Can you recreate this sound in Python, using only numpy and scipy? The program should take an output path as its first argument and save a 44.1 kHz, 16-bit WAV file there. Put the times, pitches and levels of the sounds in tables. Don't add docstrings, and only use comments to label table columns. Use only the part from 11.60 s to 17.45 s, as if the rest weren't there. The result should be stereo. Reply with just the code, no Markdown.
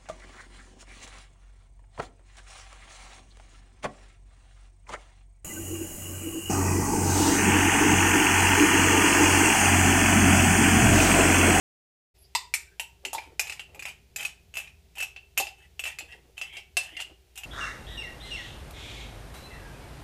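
import sys
import numpy as np
from scipy import signal
from scipy.fft import rfft, irfft, next_fast_len
from scipy.io import wavfile
from scipy.ndimage import uniform_filter1d, map_coordinates

SR = 44100
rng = np.random.default_rng(int(sys.argv[2]) if len(sys.argv) > 2 else 0)


def bounce(signal):
    frames = np.transpose(np.atleast_2d(signal))
    limited = np.clip(frames, -1, 1)
    pcm = np.round(limited * 32767).astype(np.int16)
    wavfile.write(sys.argv[1], SR, pcm)


N = 258205

# start_s, pitch_hz, ring_db, crack_db, brightness_db, air_puff_db
LANDINGS = [(0.7506, 2664, -29.5, -26, -8, -22.5), (0.939, 2350, -23, -25, 0.5, -47),
            (1.1967, 2740, -29.5, -34.5, 3.5, -41), (1.4508, 2750, -29.5, -37, -4.5, -45),
            (1.531, 2650, -43, -33, 5, -33), (1.549, 2770, -45, -45, -13, -33.5),
            (1.582, 2350, -35, -56, -16, -37), (1.795, 2490, -24, -25.5, 0.5, -43.5),
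            (1.9951, 2740, -35, -47, -2, -58), (2.147, 2460, -49.5, -55, 3, -53),
            (2.561, 2570, -35.5, -33.5, 2, -53), (2.6504, 2558, -27.5, -35, -2, -59),
            (3.0743, 2500, -48, -65.5, -12, -73), (3.354, 2600, -51, -55, 2, -74),
            (3.563, 2673, -41, -60.5, -13, -59.5), (3.776, 2652, -22, -26, 10.5, -54),
            (3.783, 2682, -32, -34, 3, -63), (3.8, 2760, -40, -31.5, -5, -27.5),
            (3.869, 2728, -36, -49.5, -6.5, -46), (4.194, 2655, -32, -39, 0.5, -56),
            (4.318, 2430, -49, -60, -9, -74), (4.387, 2560, -36.5, -38.5, -2, -77),
            (4.407, 2690, -42, -60, -16, -50.5), (4.5233, 2750, -49.5, -63, -13.5, -59.5),
            (4.779, 2632, -38, -47, 0, -65), (4.8141, 2680, -30.5, -42, -3.5, -57),
            (4.969, 2750, -40.5, -48.5, -8, -53.5), (5.169, 2662, -21.5, -26, -3.5, -37),
            (5.233, 2800, -66, -47.5, -2, -52), (5.3676, 2800, -36, -48.5, -7.5, -57),
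            (5.7565, 2800, -53, -49.5, 2, -80), (5.776, 2820, -42, -40, 2, -66),
            (5.835, 2720, -36.5, -50, 1, -53.5)]
# start_s, gap_s, skip_count, hardest_skip (counted from 0), pitch_hz, ring_db, crack_db, brightness_db
SKIP_RUNS = [(1.8709, 0.026, 3, 1.3, 2580, -34, -39.5, -4), (2.194, 0.03, 4, 2, 2470, -32.5, -40, -1),
             (2.586, 0.021, 3, 1.3, 2550, -33.5, -38.5, 2), (2.94, 0.015, 6, 2.1, 2640, -32, -40, 5),
             (3.382, .0215, 3, 1.7, 2640, -26, -34.5, 2.5), (4.2386, 0.016, 3, .9, 2630, -29, -38, 1),
             (5.4023, .0075, 3, 0, 2787, -34.5, -43, -4.5)]
# start_s, length_s, level_db, pitch_hz
DRAGS = [(1.573, 0.11, -49, 2500), (1.803, 0.23, -47, 2360), (2.266, 0.05, -39, 2440),
         (2.572, 0.14, -37.5, 2450), (2.947, .17, -47, 2400), (3.357, .13, -38.5, 2840),
         (3.772, 0.052, -33, 2660), (3.976, 0.11, -55, 2630), (4.244, .085, -38, 2400),
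         (4.479, .1, -48.5, 2770), (4.767, 0.16, -45, 2630), (4.919, .1, -43.5, 2680),
         (5.172, 0.042, -36.5, 2800), (5.216, 0.17, -47, 2750), (5.384, .05, -37.5, 2800),
         (5.755, 0.11, -47, 2550)]
# start_s, length_s, start_hz, turn_hz, level_db
GLIDES = [(.57, .06, 11600, 11000, -60), (.55, .12, 5200, 4750, -68), (1.06, .085, 1540, 1590, -63),
          (4.0, .06, 1600, 2100, -59), (4.285, .045, 2100, 1800, -47), (4.48, .06, 1650, 2150, -52),
          (4.83, .15, 2080, 2280, -47), (4.83, .16, 2960, 3180, -46), (5.275, .125, 1700, 2180, -48),
          (5.26, .16, 2750, 3160, -46)]
# middle_s, length_s, level_db
JAM_SQUELCHES = [(1.462, 0.075, -48), (1.555, 0.084, -54), (1.702, 0.13, -55.5), (2.141, 0.13, -54.5),
                 (3.8, 0.063, -44.5), (4.429, 0.14, -58.5), (4.558, 0.12, -57.5), (4.668, 0.11, -62.5),
                 (4.944, 0.071, -66), (5.329, .07, -57), (5.498, 0.079, -55.5)]
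# time_s, tilt (0 upright, 1 tipped over), air_pitch_hz
JAR_POSES = [(.75, 0.044, 962), (1.55, 0.71, 898), (2.2, 0.9, 846), (3.3, 0.8, 786), (3.75, 0.46, 774),
             (4.3, .82, 825), (4.8, 0.64, 740), (5.17, 0.74, 720), (5.8, .1, 860)]
# time_s, ring_s (time to fade by 60 dB)
GLASS_RING_TIMES = [(1.9, .02), (3.2, .05)]
# pitch_hz, relative_db, ring_s
HIGH_NOTES = [(1790, -3, .06), (1985, 1, .07), (3480, 0, .07), (4220, -4, .06), (4914, 2, .07),
              (5190, -3, .06), (5500, -2, .07), (6130, -3, .06), (6640, -3, .05), (7160, -2, .06),
              (7330, -1, .05), (7874, 1, .07), (8400, -3, .05), (9222, -1, .07), (11070, -3, .07),
              (11540, -2, .06), (12350, 2, .07), (12660, -2, .06), (13210, -4, .06)]
# frequency_hz, relative_db
KNOCK_COLOUR = [(120, -58), (280, -30), (520, -15), (1000, 2), (1400, -1), (1950, 5.5), (2700, -8),
                (3500, 15), (4200, 11.5), (5300, 6.5), (6300, -8.5), (7500, -12), (12000, -39)]
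TICK_COLOUR = [(3000, -55.5), (5500, 1), (7000, 8), (8600, 7.5), (9600, 3), (11000, -22), (15000, -29.5)]
SPARKLE_COLOUR = [(5000, -61.5), (9000, -17), (10300, 1), (11400, 2), (12700, 3), (14200, -4.5),
                  (15500, -22)]
# frequency_hz, relative_db
GRIT_COLOUR = [(150, -21.5), (400, -8.5), (800, 13.5), (1200, -2), (2000, 4.5), (3000, 17), (4000, -4),
               (6000, -0.5), (8000, 0), (10000, -1.5), (13000, -7), (15000, -27)]
ROOM_COLOUR = [(20, -6.5), (45, -6), (75, 1), (120, -6), (175, -5.5), (215, -23.5), (310, -17), (385, -2.5),
               (520, -17), (700, -12), (1150, -25), (2600, -17), (3400, -19), (14000, -27.5)]

EVENT_TIME = np.arange(SR * 2 // 5) / SR


def clinks(air_ring_s=.042):
    touches = LANDINGS + rattles()
    knocks = coloured_cracks(KNOCK_COLOUR, fade_s=.024, count=len(touches))
    ticks = coloured_cracks(TICK_COLOUR, fade_s=.017, count=len(touches))
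    sparkles = coloured_cracks(SPARKLE_COLOUR, fade_s=.017, count=len(touches))
    lean_left_db = np.array([2.5, -1.5, -1.0, -2.0, -1.5])
    out = np.zeros((2, N))
    for k, (start_s, hz, ring_db, crack_db, bright_db, air_db) in enumerate(touches):
        tilt, air_hz = jar_at(start_s)
        ring_s = np.interp(start_s, *np.transpose(GLASS_RING_TIMES))
        air_puff = ring(air_hz, air_ring_s)
        parts = np.array([glass_ring(hz, ring_s), air_puff, knocks[k], ticks[k], sparkles[k]])
        levels_db = np.array([ring_db, air_db] + crack_levels(crack_db, bright_db))
        sides_db = np.outer(by_tilt(tilt, upright=.5, tipped=3) + lean_left_db, [.5, -.5])
        room = kitchen_echoes()
        gains = part_gains(parts, room, levels_db[:, None] + sides_db)
        clink = convolve(gains.T @ parts, room)
        lowest_hz = by_tilt(tilt, upright=886, tipped=340)
        add(out, start_s, keep_band(clink, lowest_hz, "high", order=3))
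    return out


def glass_ring(hz, ring_s):
    return ring(hz, ring_s) + from_db(-7) * ring(hz * 1.084, ring_s=.016)


def crack(fade_s):
    burst = rng.standard_normal(len(EVENT_TIME)) * fade(fade_s)
    burst[0] = 10.0
    return burst


def coloured_cracks(spectrum, fade_s, count, overtone_db=-4):
    hz, db = np.transpose(spectrum)
    notes = np.array([from_db(note_db + np.interp(np.log(note_hz), np.log(hz), db)) * ring(note_hz, ring_s)
                      for note_hz, note_db, ring_s in HIGH_NOTES])
    chords = rng.standard_normal((count, len(notes))) @ notes
    shifts = 1 + .004 * rng.standard_normal(count)
    bursts = colour(np.array([crack(fade_s) for _ in range(count)]), spectrum)
    sounds = []
    for burst, chord, shift in zip(bursts, chords, shifts):
        overtones = map_coordinates(chord, [np.arange(len(chord)) * shift], order=3)
        sounds.append(rms_one(burst) + from_db(overtone_db) * rms_one(overtones))
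    return sounds


def crack_levels(crack_db, bright_db):
    return [crack_db - 6 - bright_db, crack_db, crack_db - 5.5 + .67 * bright_db]


def rattles(uneven_db=2, fall_per_skip_db=4.5):
    rows = []
    for start_s, gap_s, count, hardest, hz, ring_db, crack_db, bright_db in SKIP_RUNS:
        for k in range(count):
            force_db = uneven_db * rng.standard_normal() - fall_per_skip_db * abs(k - hardest)
            skip_hz = hz * (1 + .018 * rng.standard_normal())
            skip_db = ring_db + force_db
            air_db = skip_db - 24
            rows.append((start_s + k * gap_s, skip_hz, skip_db, crack_db + force_db, bright_db, air_db))
    return rows


def scrapes(ring_s=.045, grit_db=3):
    out = np.zeros((2, N))
    for start_s, length_s, db, hz in DRAGS:
        pressure = np.interp(EVENT_TIME / length_s, [0, .27, 1], [.5, 1, .067], right=0)
        slips = rms_one(clicks(len(EVENT_TIME), per_s=450, spread_db=3)) * pressure
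        grit = rms_one(colour(crack(fade_s=.00083), GRIT_COLOUR))
        one_slip = rms_one(glass_ring(hz, ring_s)) + from_db(grit_db) * grit
        scrape = convolve(convolve(slips, one_slip), kitchen_echoes())
        add(out, start_s, from_db(db) * rms_one(scrape) * rms(pressure))
    return panned(out, left_db=.5)


def slides(width_share=.055, light_db=-11, catch_db=1.8):
    out = np.zeros((2, N))
    turn, bite = .58, .8
    for start_s, length_s, start_hz, turn_hz, db in GLIDES:
        progress = EVENT_TIME / length_s
        hz = start_hz + (turn_hz - start_hz) * np.interp(progress, [0, turn, 1], [0, 1, .45])
        phase = 2 * np.pi * np.cumsum(hz) / SR
        slips = clicks((2, len(EVENT_TIME)), per_s=900, spread_db=5.5)
        rubbing = rms_one(keep_band(slips, width_share * start_hz, "low"))
        note = rubbing[0] * np.cos(phase) + rubbing[1] * np.sin(phase)
        lightness = np.interp(progress, [turn, bite, 1], [1, 0, .5])
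        catching = rms_one(uniform_filter1d(rng.standard_normal(len(EVENT_TIME)), size=SR // 120))
        level = from_db(db + light_db * lightness + catch_db * catching) * (progress < 1)
        add(out, start_s, convolve(level * note, kitchen_echoes()))
    return panned(out, left_db=3)


def jam(low_hz=290, high_hz=700, ring_cycles=9.7):
    out = np.zeros((2, N))
    for middle_s, length_s, db in JAM_SQUELCHES:
        swell = np.sin(np.pi * np.minimum(EVENT_TIME / length_s, 1))
        pops = 0
        for hz in np.geomspace(low_hz, high_hz, num=8):
            one_pop = np.gradient(ring(hz, ring_cycles / hz)) / hz
            pops += convolve(clicks(len(EVENT_TIME), per_s=70, spread_db=6.1) * swell, one_pop)
        room = kitchen_echoes()
        squelch = convolve(pops, room + .13 * room[::-1])
        add(out, middle_s - length_s / 2, from_db(db) * rms_one(squelch) * rms(swell))
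    return out


def hands(band_hz=(60, 165)):
    rumble = keep_band(stereo_noise(N, alike=.57), band_hz, "band")
    tilt, _ = jar_at(np.arange(N) / SR)
    return rms_one(rumble) * from_db(by_tilt(tilt, upright=-92, tipped=-60))


def kitchen_echoes(near_db=3.5, far_db=-3.5, split_hz=5000):
    near = stereo_noise(len(EVENT_TIME), alike=.15) * fade(.075) * rise(.0004)
    noise = stereo_noise(len(EVENT_TIME), alike=0)
    low = keep_band(noise, split_hz, "low") * fade(.31)
    high = keep_band(noise, split_hz, "high") * fade(.2)
    far = (low - high) * rise(.0068)
    echoes = (from_db(near_db) * rms_one(near) + from_db(far_db) * rms_one(far)) / np.sqrt(len(EVENT_TIME))
    echoes[0, 0] += 1
    echoes[1, 2] += 1
    return echoes


def room_tone(hum_hz=59.2, drone_hz=76, split_hz=350, noise_db=-62.5, hum_db=-62.5, drone_db=-65):
    bass = keep_band(stereo_noise(N, alike=.89), split_hz, "low")
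    hiss = keep_band(stereo_noise(N, alike=.13), split_hz, "high")
    noise = rms_one(colour(bass + hiss, ROOM_COLOUR))
    hum = rms_one(np.sin(2 * np.pi * hum_hz * np.arange(N) / SR))
    drone = rms_one(convolve(stereo_noise(N, alike=.89), np.gradient(ring(drone_hz, ring_s=.9))))
    return from_db(noise_db) * noise + from_db(hum_db) * hum + from_db(drone_db) * drone


def jar_at(time_s):
    times_s, tilt, air_hz = np.transpose(JAR_POSES)
    return np.interp(time_s, times_s, tilt), np.interp(time_s, times_s, air_hz)


def by_tilt(tilt, upright, tipped):
    return np.interp(tilt, [0, 1], [upright, tipped])


def part_gains(parts, room, levels_db):
    first = SR * 16 // 1000
    heard = signal.fftconvolve(parts[:, None, :first], room[None, :, :first], axes=-1)[..., :first]
    return from_db(levels_db) / rms(heard, axis=-1)


def ring(hz, ring_s):
    return np.sin(2 * np.pi * hz * EVENT_TIME) * fade(ring_s)


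def fade(fade_s):
    return from_db(-60 * EVENT_TIME / fade_s)


def rise(rise_s):
    return 1 - np.exp(-EVENT_TIME / rise_s)


def clicks(size, per_s, spread_db):
    spikes = (rng.random(size) < per_s / SR) * rng.choice([-1, 1], size)
    return spikes * from_db(spread_db * np.minimum(rng.exponential(1, size), 3))


def stereo_noise(size, alike):
    mid, side = rng.standard_normal((2, size))
    return np.sqrt(1 + alike) * mid + np.sqrt(1 - alike) * side * np.array([[1], [-1]])


def colour(x, spectrum):
    size = 2 * next_fast_len(x.shape[-1] // 2 + 2048)
    hz, db = np.transpose(spectrum)
    shape_db = np.interp(np.log(np.arange(size // 2 + 1) * SR / size + 1), np.log(hz), db)
    cepstrum = irfft(np.log(from_db(shape_db)))
    cepstrum[1:size // 2] *= 2
    cepstrum[size // 2 + 1:] = 0
    return irfft(rfft(x, size) * np.exp(rfft(cepstrum)))[..., :x.shape[-1]]


def keep_band(x, hz, kind, order=2):
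    return signal.sosfilt(signal.butter(order, hz, kind, fs=SR, output="sos"), x)


def convolve(x, response):
    return signal.fftconvolve(np.atleast_2d(x), np.atleast_2d(response), axes=-1)[:, :x.shape[-1]]


def from_db(db):
    return 10 ** (np.asarray(db) / 20)


def rms(x, axis=None):
    return np.sqrt(np.mean(x ** 2, axis=axis) + 1e-20)


def rms_one(x):
    return x / rms(x)


def panned(x, left_db):
    return x * from_db(np.array([[left_db], [-left_db]]) / 2)


def add(out, start_s, sound):
    at = int(start_s * SR)
    out[:, at:at + sound.shape[1]] += sound[:, :N - at]


def scene():
    return clinks() + scrapes() + slides() + jam() + hands() + room_tone()


def record(dry):
    start_s, fade_in_s, cutoff_hz = .54, .013, 15400
    fade_in = np.clip((np.arange(N) / SR - start_s) / fade_in_s, 0, 1)
    return signal.sosfilt(signal.ellip(10, .3, 80, cutoff_hz, fs=SR, output="sos"), dry * fade_in)


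dry = scene()
out = record(dry)
bounce(out)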